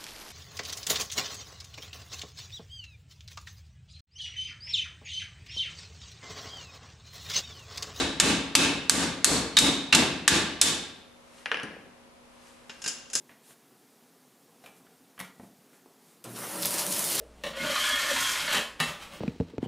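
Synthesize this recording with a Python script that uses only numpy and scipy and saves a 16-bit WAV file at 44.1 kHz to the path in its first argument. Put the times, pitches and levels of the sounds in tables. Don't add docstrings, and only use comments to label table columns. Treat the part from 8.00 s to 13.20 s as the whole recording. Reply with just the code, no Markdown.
import sys
import numpy as np
from scipy import signal
from scipy.fft import rfft, irfft, next_fast_len
from scipy.io import wavfile
from scipy.ndimage import map_coordinates

SR = 44100
rng = np.random.default_rng(int(sys.argv[2]) if len(sys.argv) > 2 else 0)


def master_out(mix):
    frames = np.transpose(np.atleast_2d(mix))
    ceiling = np.clip(frames, -1, 1)
    pcm = np.round(ceiling * 32767).astype(np.int16)
    wavfile.write(sys.argv[1], SR, pcm)


N = 229320
SIZE = 2 ** 16
T = np.arange(SIZE) / SR
HZ = np.fft.rfftfreq(SIZE, 1 / SR)


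def amp(db):
    return 10 ** (np.asarray(db) / 20)


def unit(x):
    return x / np.sqrt(np.mean(x ** 2) + 1e-20)


def along(points, hz):
    point_hz, values = np.transpose(points)
    return np.interp(np.log(hz + 1), np.log(point_hz + 1), values)


def fade(t60_s):
    return np.exp(-np.log(1000) * T / max(t60_s, 1e-4))


def swell(rise_s):
    return 1 - np.exp(-T / max(rise_s, 1e-5))


def filtered(x, response):
    size = next_fast_len(N + SR // 2)
    gain = response(np.fft.rfftfreq(size, 1 / SR))
    return irfft(rfft(x, size) * gain, size)[..., :N]


def radiated(x, gain):
    cepstrum = irfft(np.log(np.maximum(gain, 1e-6)))
    cepstrum[1:SIZE // 2] *= 2
    cepstrum[SIZE // 2 + 1:] = 0
    return irfft(rfft(x) * np.exp(rfft(cepstrum)))


def add(track, start_s, sound):
    start = round(start_s * SR)
    a, b = max(start, 0), min(start + SIZE, N)
    track[:, a:b] += sound[:, a - start:b - start]


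def panned(x, left_db):
    return x * amp([[left_db / 2], [-left_db / 2]])


def colour(spectrum, bright_db, corner_hz=5000):
    shelf = 1 - 1 / (1 + ((HZ / corner_hz) ** 2) ** 2)
    return unit(amp(along(spectrum, HZ))) * amp(bright_db * shelf)


def resonant(modes):
    peaks = sum(amp(2 * db) / (1 + (2 * (HZ - hz) / width_hz) ** 2) for hz, width_hz, db in modes)
    return np.sqrt(1 + peaks)


def minor_modes(depth_db=1.5, spacing_hz=45):
    ripple = map_coordinates(rng.standard_normal(len(HZ)), [HZ / spacing_hz])
    return unit(amp(depth_db * ripple))


# frequency in Hz, t60 in s.
GARAGE_T60 = [(60, .85), (250, 0.76), (1000, 0.76), (3500, .72), (7000, 0.49), (10000, 0.43), (15000, 0.33)]
# frequency in Hz, side gain in dB.
GARAGE_WIDTH = [(30, -7), (60, -4), (200, -21.5), (500, -12.5), (1500, -7), (5000, -5), (9000, -3),
                (12000, -17.5)]


def in_garage():
    hz, t, z = signal.stft(rng.standard_normal((2, SIZE)), SR, nperseg=256)
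    z = z * np.exp(-np.log(1000) * t / along(GARAGE_T60, hz)[:, None])
    z[1] *= amp(along(GARAGE_WIDTH, hz))[:, None]
    mid, side = signal.istft(z, SR, nperseg=256)[1][:, :SIZE] * swell(0.0017)
    return np.array([mid + side, mid - side]) / np.linalg.norm(mid)


def contact(gain, t60_s, wet_db, early_db=-14, early_t60_s=.06, side_db=-12, rise_s=0.00069,
            near_bass_db=0):
    envelope = np.hypot(fade(t60_s), amp(early_db) * fade(early_t60_s)) * swell(rise_s)
    mid, side = rng.standard_normal((2, SIZE)) * envelope
    near = np.array([mid + amp(side_db) * side, mid - amp(side_db) * side])
    near = radiated(near, amp(near_bass_db / (1 + (HZ / 2000) ** 2)))
    room = amp(wet_db) * np.linalg.norm(envelope) * in_garage()
    return radiated(near + room, gain * minor_modes())


def rush(spectrum, side_db):
    mid, side = filtered(rng.standard_normal((2, N)), lambda hz: amp(along(spectrum, hz)))
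    return unit(np.array([mid + amp(side_db) * side, mid - amp(side_db) * side]))


# frequency in Hz, gain in dB.
AIR_SPECTRUM = [(25, -9.5), (66, -0.5), (120, -4.5), (200, -1), (300, -2.5), (450, -2.5), (700, -2.5),
                (1100, -4), (1600, -10), (2400, -10.5), (4000, -15.5), (8000, -21), (11000, -21),
                (15500, -40.5)]
# frequency in Hz, rms level in dB before panning.
HUM_TONES = [(242.2, -63.5), (479.1, -78), (543.7, -67), (958.2, -76.5)]
# frequency in Hz, gain in dB.
CLOTH_SPECTRUM = [(200, -11.5), (1200, 7.5), (5000, 0.5), (9000, -1), (12000, -9.5), (15000, -26)]
# peak time in seconds, level in dB.
ARM_REACHES = [(3.39, -56), (4.48, -56.5), (4.8, -60)]
RUSTLE_DB_PER_S = 75


def background():
    t = np.arange(N) / SR
    hum = sum(amp(db) * np.sqrt(2) * np.sin(2 * np.pi * (hz * t + rng.random())) for hz, db in HUM_TONES)
    motion = sum(amp(db - RUSTLE_DB_PER_S * np.abs(t - peak_s)) for peak_s, db in ARM_REACHES)
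    air = amp(-56.0) * rush(AIR_SPECTRUM, side_db=-0.5)
    return air + hum + motion * rush(CLOTH_SPECTRUM, side_db=-8.5)


# start in seconds, level in dB, brightness in dB.
PLIERS_CLINKS = [(4.695, -25.5, -23), (4.818, -34.5, -2.5), (4.8405, -25.5, -7), (4.8601, -21.5, -9),
                 (4.877, -22.5, 0.5), (5.100, -36.5, -8), (5.132, -27, 2.5), (5.152, -18.5, 3)]
# frequency in Hz, gain in dB.
JINGLE_SPECTRUM = [(30, -30), (150, -4.5), (400, -3), (900, -6.5), (1600, -2.5), (2100, -3.5), (2800, 1),
                   (4100, -1.5), (5300, 2), (7000, 10), (8800, -5.5), (10500, 0), (12500, -20),
                   (15500, -24)]
# frequency in Hz, width in Hz, boost in dB.
PLIERS_MODES = [(1575, 53, 10.5), (2800, 39, 8), (4760, 45, 9), (5200, 50, 11), (5290, 62, 9),
                (6700, 53, -3.5), (7100, 58, -4), (8060, 70, 6), (10340, 73, -2)]
RATTLE_S, RATTLE_LOSS_DB, RATTLE_BRIGHTER_DB = .0055, 7, 4


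def pliers_down():
    out = np.zeros((2, N))
    loose = resonant(PLIERS_MODES)
    rattles = [(s + RATTLE_S, db - RATTLE_LOSS_DB, bright_db + RATTLE_BRIGHTER_DB)
               for s, db, bright_db in PLIERS_CLINKS]
    for s, db, bright_db in PLIERS_CLINKS + rattles:
        gain = colour(JINGLE_SPECTRUM, bright_db) * loose
        add(out, s, amp(db) * contact(gain, 0.03, wet_db=-5, early_db=-11.5, early_t60_s=0.15))
    return out


# start in seconds, level in dB, brightness in dB, pitch in Hz.
HAMMER_KNOCKS = [(3.3830, -49.5, 7, 3500), (3.4583, -21.5, 0, 2280), (3.516, -14.5, -5, 1500),
                 (3.6324, -35.5, 13, 9800)]
ROCK_S, ROCK_LOSS_DB, ROCK_BRIGHTER_DB = .0275, 6.7, 3.3
ROCK_HZ = 2500


def rocking(count):
    s, db, bright_db, _ = max(HAMMER_KNOCKS, key=lambda knock: knock[1])
    return [(s + k * ROCK_S, db - k * ROCK_LOSS_DB, bright_db + k * ROCK_BRIGHTER_DB, ROCK_HZ)
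            for k in range(1, count + 1)]


# frequency in Hz, gain in dB.
KNOCK_SPECTRUM = [(30, -49), (150, -9), (450, -8.5), (800, -1.5), (1600, -3), (2100, -1.5), (3000, -1.5),
                  (3800, -10.5), (5600, -12.5), (7500, -28), (11000, -30.5), (15000, -57)]
# frequency in Hz, width in Hz, boost in dB.
HAMMER_MODES = [(470, 36, 13.5), (1670, 104, 9), (2080, 70, -10), (2870, 120, 0), (5400, 80, -6),
                (9620, 130, 15)]
# start in seconds, level in dB.
HANDLE_THUMPS = [(3.543, -32), (3.632, -27), (3.763, -38), (3.792, -41), (3.862, -45)]
# frequency in Hz, gain in dB.
THUD_SPECTRUM = [(15, -45), (38, -19.5), (55, -3), (100, -6.5), (170, 2.5), (280, 3.5), (400, 0), (600, -3),
                 (1200, -8.5), (4000, -80.5)]


def hammer_down(soft_hz=600):
    out = np.zeros((2, N))
    hammer = resonant(HAMMER_MODES)
    for s, db, bright_db, hz in HAMMER_KNOCKS + rocking(count=3):
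        pitch = resonant([(hz, 0.35 * hz, 7)])
        gain = colour(KNOCK_SPECTRUM, bright_db, corner_hz=3630) * hammer * pitch
        knock = contact(gain, 0.0071, wet_db=-6.5, early_db=-15, early_t60_s=0.069, rise_s=0.00016)
        add(out, s, amp(db) * knock)
    dull = colour(THUD_SPECTRUM, 0) * (HZ / (HZ + 110)) ** 2 / (1 + (HZ / soft_hz) ** 2)
    for s, db in HANDLE_THUMPS:
        add(out, s, amp(db) * contact(dull, 0.093, wet_db=-0.5, rise_s=0.0013))
    return out


def ring(modes, scatter_db=2):
    chance = rng.standard_normal((len(modes), 2))
    total = 0
    for (hz, db, t60_s), (a, b) in zip(modes, chance):
        tone = np.sign(b) * np.sin(2 * np.pi * hz * (1 + .002 * b) * T)
        total = total + amp(db + scatter_db * a) * fade(t60_s) * tone
    return total


# frequency in Hz, level in dB, t60 in s.
PANEL_MODES = [(52.8, -18.5, 0.51), (80.8, -9.5, 0.99), (121, -12, 0.5), (157.5, -4, 0.78),
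               (175.7, -5.5, 0.93), (186.6, -13, 0.44), (233, -1.5, 0.49), (275, 3.5, 0.78), (291, -2, .6),
               (325.7, 0, 0.43), (357, -10.5, 0.23), (461, -5, 0.72)]
BOOM_WIDTH_HZ, BOOM_DB, BOOM_RISE_S = 80, 1.5, .012


def panels(boom_hz):
    thud = radiated(in_garage(), colour(THUD_SPECTRUM, 0))
    shaken = amp(-29.5) * ring(PANEL_MODES) + amp(11) * thud
    return radiated(shaken * swell(BOOM_RISE_S) ** 3, resonant([(boom_hz, BOOM_WIDTH_HZ, BOOM_DB)]))


# frequency in Hz, gain in dB.
CRACK_SPECTRUM = [(35, -17), (110, -8), (400, -14), (700, -13), (1300, -5), (2600, -2.5), (4200, 0),
                  (5200, -1), (7800, 1.5), (10000, -5), (12500, -15), (15500, -31)]
# frequency in Hz, width in Hz, boost in dB.
STEEL_MODES = [(417, 14, 3), (874, 35, 11), (1158, 37, 7.5), (1386, 19, 4.5), (1596, 110, 4), (1780, 74, 1),
               (2196, 57, 3), (2600, 110, 2), (3003, 71, -0.5), (3650, 240, 2), (4130, 96, -5.5),
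               (5400, 61, 0.5), (6770, 47, -3), (7340, 34, -6), (7460, 52, -8), (9250, 68, -4.5)]
CHATTER_S, CHATTER_HALVES_DB = .0225, 9.5


def steel_contact(bright_db, clank_db, jaw_hz, jaw_db, clank_hz=1400, jaw_width_hz=170):
    clank = amp(clank_db * np.exp(-np.log2((HZ + 1) / clank_hz) ** 2))
    jaws = resonant([(jaw_hz, jaw_width_hz, jaw_db)])
    gain = colour(CRACK_SPECTRUM, bright_db) * clank * resonant(STEEL_MODES) * jaws
    chatter_s = CHATTER_S * 2 ** (-bright_db / CHATTER_HALVES_DB)
    return contact(gain, chatter_s, wet_db=-6, early_db=-9.5, early_t60_s=0.073, near_bass_db=-4.5)


# start in seconds, strength in dB, share passed to the car in dB,
# brightness in dB, jaw note in Hz, jaw ring in dB, boom in Hz.
BLOWS = [(-.150, 5.5, -3.5, -0.5, 3830, 7, 320), (.1996, 3.7, -3.8, -4, 2720, 0.5, 265),
         (.5520, 3, -4.5, -4.5, 2630, 5, 280), (.8960, 2.2, -2.5, 2.5, 4550, 0, 235),
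         (1.2445, -0.3, -0.5, 7.5, 4350, 7, 450), (1.5682, -2.5, -4, -12, 3735, 14.5, 270),
         (1.9253, -4, 0.5, -17.5, 2740, 6, 255), (2.278, 3.3, -6, -5.5, 1790, 4, 325),
         (2.6138, -0.3, -9.5, 2.5, 3540, 3.5, 355)]
# frequency in Hz, left minus right in dB.
BLOW_LEAN = [(60, 1), (300, 2.4), (700, 2), (1400, 1.8), (2800, -1), (6000, 0.2)]
CLANK_DB, CLANK_GROWS, CLANK_PER_BRIGHT = 4.1, .55, .25
GLANCING_BELOW_DB, SLIP_S, SLIP_S_PER_DB = -9, .0095, .00078
CATCH_DB, CATCH_BRIGHTER_DB = 3.5, 12
CATCH_CLANK_DB, CATCH_JAW_DB, CATCH_CAR_DB = -3, 3.5, -4.5


def taps():
    out = np.zeros((2, N))
    for s, db, car_db, bright_db, jaw_hz, jaw_db, boom_hz in BLOWS:
        clank_db = CLANK_DB + CLANK_GROWS * car_db + CLANK_PER_BRIGHT * bright_db
        crack = steel_contact(bright_db, clank_db, jaw_hz, jaw_db)
        add(out, s, amp(db) * (crack + amp(car_db) * panels(boom_hz)))
        if bright_db < GLANCING_BELOW_DB:
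            catch_s = s + SLIP_S - SLIP_S_PER_DB * bright_db
            catch = steel_contact(bright_db + CATCH_BRIGHTER_DB, CATCH_CLANK_DB, jaw_hz, CATCH_JAW_DB)
            add(out, catch_s, amp(db + CATCH_DB) * (catch + amp(CATCH_CAR_DB) * panels(boom_hz)))
    return filtered(out, lambda hz: amp(np.outer([.5, -.5], along(BLOW_LEAN, hz))))


def scene():
    quiet = panned(background(), left_db=1)
    laid_down = panned(pliers_down(), left_db=1.0) + panned(hammer_down(), left_db=2)
    return quiet + laid_down + taps()


def record(dry, threshold_db=-4, release_db_per_s=110, attack_s=0.00047):
    recovery = release_db_per_s * np.arange(N) / SR
    excess = np.maximum(20 * np.log10(np.abs(dry).max(0) + 1e-9) - threshold_db, 0)
    held = np.maximum.accumulate(excess + recovery) - recovery
    pole = np.exp(-1 / (attack_s * SR))
    ducked = dry * amp(-signal.lfilter([1 - pole], [1, -pole], held))
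    squashed = ducked / (1 + (ducked / .65) ** 4) ** .25
    return filtered(squashed, lambda hz: ((1 + (hz / 15500) ** 160) * (1 + (hz / 13500) ** 24)) ** -.5)


dry = scene()
out = record(dry)
master_out(out)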